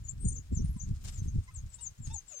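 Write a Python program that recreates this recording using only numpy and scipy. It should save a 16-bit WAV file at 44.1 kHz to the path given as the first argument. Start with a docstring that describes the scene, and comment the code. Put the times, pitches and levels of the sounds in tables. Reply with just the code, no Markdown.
"""Dry ground with brush, some metres from the microphone: a pack of wild dogs crowds together.
Their gliding whistles are breathy tones, some with a low whine under them, a stack of harmonics.
Paws scuff in litter as grainy shaped noise with twig ticks. Wind buffets the microphone in low lumps
of noise and sharp pushes, over faint still air. The left channel hears everything slightly earlier
and mostly brighter."""
import sys
import numpy as np
from scipy import signal
from scipy.fft import rfft, irfft, next_fast_len
from scipy.io import wavfile
from scipy.ndimage import uniform_filter1d, map_coordinates

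SR = 44100
rng = np.random.default_rng(int(sys.argv[2]) if len(sys.argv) > 2 else 0)


def boost_factor(decibels):
    """Convert a level in decibels to a linear amplitude factor."""
    exponent = np.asarray(decibels, float) / 20
    return 10 ** exponent


def generate_wav(signal):
    """Clip the signal to [-1, 1] and save it as 16-bit WAV at the path in sys.argv[1]."""
    frames = np.transpose(np.atleast_2d(signal))
    scaled = np.clip(frames, -1, 1) * 32767
    pcm = np.round(scaled).astype(np.int16)
    wavfile.write(sys.argv[1], SR, pcm)


N = 105840  # samples

# Whistle contours, one list per call: time_s, pitch_hz, level_db (before the common whistle gain)
WHISTLES = [
    [(0.04, 7050, -66), (0.062, 7078, -53.5), (0.078, 6560, -63), (0.086, 6470, -51.5), (0.1, 7530, -42.5),
     (0.107, 7510, -63)],
    [(0.252, 6870, -50.5), (0.276, 7060, -48.5), (0.296, 6240, -51), (0.306, 5720, -71.5),
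     (0.332, 7030, -44.5), (0.338, 7700, -83)],
    [(0.513, 7760, -80), (0.546, 7520, -59), (0.58, 6197, -51), (0.604, 5550, -67.5), (0.626, 6746, -61.5)],
    [(1.068, 11623, -77), (1.086, 10990, -68), (1.128, 11750, -82), (1.15, 11800, -92), (1.188, 12150, -84),
     (1.218, 10600, -91), (1.246, 12040, -79), (1.266, 8620, -81), (1.278, 6190, -58.5),
     (1.29, 6380, -60.5), (1.305, 6440, -68)],
    [(1.535, 9130, -77), (1.549, 7950, -57.5), (1.561, 7250, -49.5), (1.583, 6170, -59), (1.596, 6680, -58)],
    [(1.69, 7969, -72.5), (1.728, 7680, -69), (1.742, 6925, -52.5), (1.752, 8221, -58), (1.762, 8800, -62)],
    [(1.808, 8700, -58), (1.824, 7730, -51), (1.85, 6960, -51), (1.86, 6900, -46), (1.872, 6270, -43),
     (1.892, 6560, -74)],
    [(1.982, 6800, -73), (1.996, 7680, -81.5), (2.034, 7330, -56), (2.046, 7017, -56.5), (2.06, 6420, -52),
     (2.075, 6860, -68)],
    [(2.128, 8100, -68.5), (2.14, 7091, -54), (2.146, 6970, -45.5), (2.178, 6420, -51.5),
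     (2.188, 6340, -45.5), (2.2, 6700, -94)],
    [(2.278, 7770, -66), (2.286, 7400, -56), (2.334, 6470, -58), (2.36, 6340, -53), (2.384, 6290, -42.5),
     (2.399, 6300, -75)],
    [(0.183, 7940, -73), (0.209, 8340, -57.5), (0.247, 8340, -54), (0.287, 8790, -46), (0.319, 8450, -55.5),
     (0.333, 7800, -65), (0.351, 7430, -57.5), (0.371, 5995, -47.5), (0.393, 7060, -51.5)],
    [(0.64, 8900, -73), (0.652, 9120, -58), (0.67, 9040, -72), (0.706, 11580, -74), (0.76, 9800, -78.5),
     (0.806, 5930, -49.5), (0.828, 7190, -53), (0.842, 6539, -60.5), (0.855, 5800, -69)],
    [(1.02, 14078, -95), (1.038, 14961, -69), (1.056, 13416, -83)],
    [(1.125, 7800, -67.5), (1.153, 7340, -60), (1.206, 6090, -61)],
    [(1.436, 7600, -76.5), (1.442, 8550, -62), (1.448, 9400, -73)],
    [(2.054, 8118, -67), (2.07, 8120, -61), (2.082, 8900, -76)],
    [(2.318, 7000, -47.5), (2.322, 7000, -61), (2.352, 7430, -60)],
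]
# Whine contours, one list per call: time_s, pitch_hz, level_db (before the common whine gain)
WHINES = [
    [(0.352, 508.6, -76.5), (0.39, 418, -81.5), (0.42, 348, -81.5)],
    [(0.765, 1037, -79), (0.78, 993, -83), (0.793, 910, -78)],
    [(1.478, 1005, -77.5), (1.494, 1050, -71), (1.506, 996, -81)],
    [(1.51, 1284, -81.5), (1.532, 1280, -95), (1.56, 997, -87)],
    [(1.786, 924, -78.5), (1.83, 982, -81), (1.848, 970, -96), (1.862, 860, -77)],
    [(2.101, 872, -74), (2.115, 881, -62.5), (2.138, 931, -66.5), (2.167, 788, -65), (2.178, 807, -88)],
    [(2.31, 730, -76.5), (2.346, 575.5, -66.5), (2.36, 499, -78.5), (2.378, 490, -76)],
]
# Whine tone, one row per whine: overtone_db (before throat and mouth), sum_tone_db (line above a high whistle),
# mouth_start_hz, mouth_end_hz
WHINE_TONE = [(-21, -47, 2500, 1500), (-7, -28, 2100, 2000), (3, -40, 2100, 2000), (-4.5, -41, 2600, 1800),
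              (3.5, -11, 4050, 1300), (-5, -1.5, 3070, 4370), (-9.5, -47, 2440, 3100)]
# Throat response for whine overtones: frequency_hz, gain_db
THROAT = [(1300, -8), (2000, -12), (4400, -15.5), (5300, -7), (6200, -3.5), (7500, -14)]
# Echo decay off ground and brush: frequency_hz, t60_s
ECHO_DECAY = [(1500, 0.065), (7000, 0.075)]
# The pack as the right channel hears it: frequency_hz, gain_db
RIGHT_RESPONSE = [(600, -13), (1200, 1.5), (2500, -3), (5000, -1), (7000, -20), (12000, -13)]
# Paw scuffing: time_s, level_db (before the scuff gain)
SCUFF_LEVEL = [(0.03, -85), (0.94, -79.5), (1.02, -78), (1.08, -61.5), (1.11, -71.5), (1.2, -77),
               (1.49, -83.5), (1.8, -78.5), (2.03, -88.5), (2.075, -66), (2.1, -75), (2.27, -86),
               (2.31, -73.5), (2.4, -74.5)]
# Spectrum of disturbed litter: frequency_hz, relative_level_db
SCUFF_SPECTRUM = [(600, -5), (1200, -7.5), (4500, -3.5), (7000, 4), (9000, -2.5), (11000, -17.5),
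                  (15500, -23.5)]
# Twigs underfoot: start_s, level_db (before the tick gain)
TWIG_TICKS = [(0.889, -58.5), (1.0407, -53.5), (1.549, -60), (1.8827, -61)]
# Wind strength: time_s, strength_db (before the band gains)
WIND_STRENGTH = [(0.02, -42.5), (0.23, -43.5), (0.26, -29.5), (0.48, -53.5), (0.52, -36.5), (0.63, -33),
                 (0.78, -42.5), (0.79, -46.5), (0.93, -32.5), (0.97, -47.5), (1.2, -38.5), (1.22, -33.5),
                 (1.31, -39.5), (1.39, -30.5), (1.46, -56.5), (1.62, -44.5), (1.64, -39.5), (1.72, -57.5),
                 (1.92, -51.5), (1.96, -79), (1.99, -48.5), (2.12, -34), (2.19, -61.5), (2.4, -71)]
# Spectrum of wind rumble before its split in two bands: frequency_hz, relative_level_db
WIND_SPECTRUM = [(12, -30), (20, -4), (70, 1), (118, -3.5), (209, -12.5), (471, -30.5), (780, -78.5),
                 (1320, -120)]
# Sharp gust pushes: time_s (centre follows 9 ms later), envelope_peak_db
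GUST_PUSHES = [(0.25, -17.5), (0.565, -23), (0.638, -19.5), (0.687, -26), (0.757, -28.5), (0.83, -30),
               (0.905, -23), (1.212, -24.5), (1.337, -35), (1.376, -29), (1.997, -32), (2.073, -31.5)]
# Spectrum of still air: frequency_hz, relative_level_db
AIR_SPECTRUM = [(180, -5), (633, -11), (1400, -9.5), (15800, -21)]


def along(points, hz):
    """Frequency response: interpolates (Hz, value) points on a logarithmic axis."""
    f, value = np.transpose(points)
    return np.interp(np.log(hz + 1), np.log(f + 1), value)


def curves(rows):
    """Control contours: linear interpolation gives one value per sample for each column after the time."""
    time_s, *columns = np.transpose(rows)
    return [np.interp(np.arange(N) / SR, time_s, column) for column in columns]


def unit(x):
    """Normalisation of power: scales to rms 1."""
    return x / np.sqrt(np.mean(x ** 2) + 1e-20)


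def wobble(knots_per_s):
    """Band-limited random fluctuation: a smooth spline through random knots."""
    knots = rng.standard_normal(int(N * knots_per_s / SR) + 4)
    return map_coordinates(knots, [np.arange(N) * knots_per_s / SR])


def filtered(x, response):
    """Linear filtering: multiplies the spectrum by a complex response of frequency."""
    size = next_fast_len(N + SR // 2)
    spectrum = rfft(x, size) * response(np.fft.rfftfreq(size, 1 / SR))
    return irfft(spectrum, size)[..., :N]


def coloured(x, spectrum):
    """Spectral shaping: gives x a (Hz, dB) spectrum, then rms 1."""
    return unit(filtered(x, lambda hz: boost_factor(along(spectrum, hz))))


def pair(alike):
    """Interchannel correlation: two noises with a shared part, correlated by alike."""
    a, b = rng.standard_normal((2, N))
    share = np.clip(alike, 0, 1)
    return np.array([a, share * a + np.sqrt(1 - share ** 2) * b])


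def voice(rows, jitter):
    """Phase as the integral of pitch: returns pitch, phase, amplitude and gate of one call."""
    edge_s = 0.003  # onset and release, just outside the contour
    glide_s = 0.0064  # how slowly the throat turns its pitch
    hz, db = curves(rows)
    t = np.arange(N) / SR
    nearest_end_s = np.minimum(t - rows[0][0], rows[-1][0] - t)
    gate = np.clip(nearest_end_s / edge_s + 1, 0, 1) ** 2
    hz = uniform_filter1d(hz, round(glide_s * SR)) * (1 + jitter)
    phase = 2 * np.pi * np.cumsum(hz) / SR
    return hz, phase, np.sqrt(2) * boost_factor(db) * gate, gate


def whistles(coupling):
    """Modulation of a carrier: breath roughens each whistle, a whine adds a sum tone above a high one."""
    total = np.zeros(N)
    quiver = 0.0021 * wobble(300)  # fraction of pitch
    shimmer = boost_factor(3.15 * wobble(150))
    breath = boost_factor(-17) * (wobble(900) + 1j * wobble(900))
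    for rows in WHISTLES:
        hz, phase, size, _ = voice(rows, quiver)
        rasp = breath * np.clip((8600 - hz) / 1500, 0.2, 1)  # stronger on low notes
        sum_tone = coupling * np.clip((hz - 6600) / 700, 0, 1)
        total += size * ((1 + rasp + sum_tone) * np.exp(1j * phase)).real
    return boost_factor(8.5) * total * shimmer


def whines():
    """Harmonic series through a moving resonance: returns the whines and their coupling to whistles."""
    mouth_db, mouth_width_hz = 16, 510  # lift and width of the mouth resonance
    closing_db = -18  # overtone change by the end of a whine
    total, coupling = np.zeros(N), np.zeros(N, complex)
    drift = 0.00335 * wobble(120)  # fraction of pitch
    flutter = boost_factor(1.2 * wobble(60))
    for rows, (overtone_db, sum_tone_db, from_hz, to_hz) in zip(WHINES, WHINE_TONE):
        hz, phase, size, gate = voice(rows, drift)
        progress = np.interp(np.arange(N) / SR, [rows[0][0], rows[-1][0]], [0, 1])
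        mouth_hz = from_hz + (to_hz - from_hz) * progress
        tone = np.sin(phase)
        for k in range(2, 9):
            mouth = mouth_db * np.exp(-((k * hz - mouth_hz) / mouth_width_hz) ** 2)
            lift_db = along(THROAT, k * hz) + mouth + closing_db * progress ** 2
            tone += boost_factor(overtone_db + lift_db) * np.sin(k * phase)
        total += size * tone
        coupling += boost_factor(sum_tone_db) * gate * np.exp(1j * phase)
    return boost_factor(14) * total * flutter, coupling


def scrub_echo(x):
    """Diffuse reflection: convolves with a short decaying noise, different in each channel."""
    hz, t, z = signal.stft(rng.standard_normal((2, SR // 4)), SR, nperseg=128)
    decay = boost_factor(-60 * t / along(ECHO_DECAY, hz)[:, None])
    tail = signal.istft(z * decay, SR, nperseg=128)[1]
    tail = tail / np.linalg.norm(tail[0])
    late = np.pad(x, (130, 0))  # samples before the echo begins
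    return signal.fftconvolve(late[None], tail, axes=1)[:, :N]


def scuffle():
    """Granular friction noise: paws make grainy hiss in dry litter, and twigs tick with sharp decays."""
    db, = curves(SCUFF_LEVEL)
    crackle = (rng.random(N) < 400 / SR) * boost_factor(0.44 * rng.exponential(size=N))  # mean 400 grains/s
    grains = 1 + 0.34 * unit(uniform_filter1d(crackle, size=60))
    hiss = coloured(pair(alike=0.023) * grains, SCUFF_SPECTRUM)
    t = np.arange(N) / SR
    ticks = np.zeros(N)
    for start_s, level_db in TWIG_TICKS:
        ticks += boost_factor(level_db + 5) * (t > start_s) * np.exp(-np.abs(t - start_s) / 0.0024)
    snaps = ticks * coloured(pair(alike=0.21), SCUFF_SPECTRUM)
    return boost_factor(db + 15.5 + 2.6 * wobble(59.83)) * hiss + snaps


def wind_rumble():
    """Turbulent pressure noise: a lumpy rumble, brighter as it swells."""
    db, = curves(WIND_STRENGTH)
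    # two bands that cross at 150 Hz
    deep = filtered(coloured(pair(alike=1.0), WIND_SPECTRUM), lambda hz: 1 / (1 + (hz / 150) ** 2))
    sharp = filtered(coloured(pair(alike=1.0), WIND_SPECTRUM),
                     lambda hz: 1 / (1 + (150 / (hz + 1)) ** 2))
    swell_db = db - db.max()
    sharp_db = 3.0 + 0.61 * swell_db + 7.2 * wobble(40.49)
    return boost_factor(db + 1.6 * wobble(29.81)) * (boost_factor(3.5) * deep + boost_factor(sharp_db) * sharp)


def wind_pushes():
    """Pressure transients: each sharp push is a sine pulse in a Gaussian envelope."""
    pushes = np.zeros(N + SR)
    t = np.arange(SR // 20) / SR
    u = t - t.mean()
    for time_s, peak_db in GUST_PUSHES:
        hz = 115 * boost_factor(1.75 * rng.standard_normal())
        pulse = np.sin(2 * np.pi * hz * u) * np.exp(-(u / 0.0042) ** 2)
        first = round((time_s + 0.009 - t.mean()) * SR)
        pushes[first:][:len(t)] += boost_factor(peak_db) * pulse
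    return pushes[:N]


def still_air():
    """Stationary background noise: a faint steady hiss, nearly independent in the two channels."""
    return boost_factor(-68.5) * coloured(pair(alike=0.13), AIR_SPECTRUM)


def scene():
    """Superposition and interchannel delay: pack, litter, wind and air add, the right channel late."""
    low, coupling = whines()
    high = whistles(coupling)
    echo = scrub_echo(high + 0.4 * low)  # low notes scatter less
    pack = low + high + boost_factor(-4.0) * echo * boost_factor([[0], [4]]) + scuffle()
    pack[1] = filtered(pack[1], lambda hz: boost_factor(along(RIGHT_RESPONSE, hz)))
    gusts = wind_rumble() + wind_pushes()
    gusts[1] = filtered(gusts[1], lambda hz: 1 / (1 + 1j * hz / 450))  # duller on the right
    mix = pack + gusts + still_air()
    delay_s = np.array([[0], [0.000781]])  # left, right
    return filtered(mix, lambda hz: np.exp(-2j * np.pi * hz * delay_s))


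def band_limit(x):
    """A steep low-pass at the top of the band."""
    return signal.sosfilt(signal.butter(12, 15990, fs=SR, output="sos"), x)


def record(dry):
    """Identity of level: the finished mix passes on without added gain."""
    return band_limit(dry)


dry = scene()
out = record(dry)
generate_wav(out)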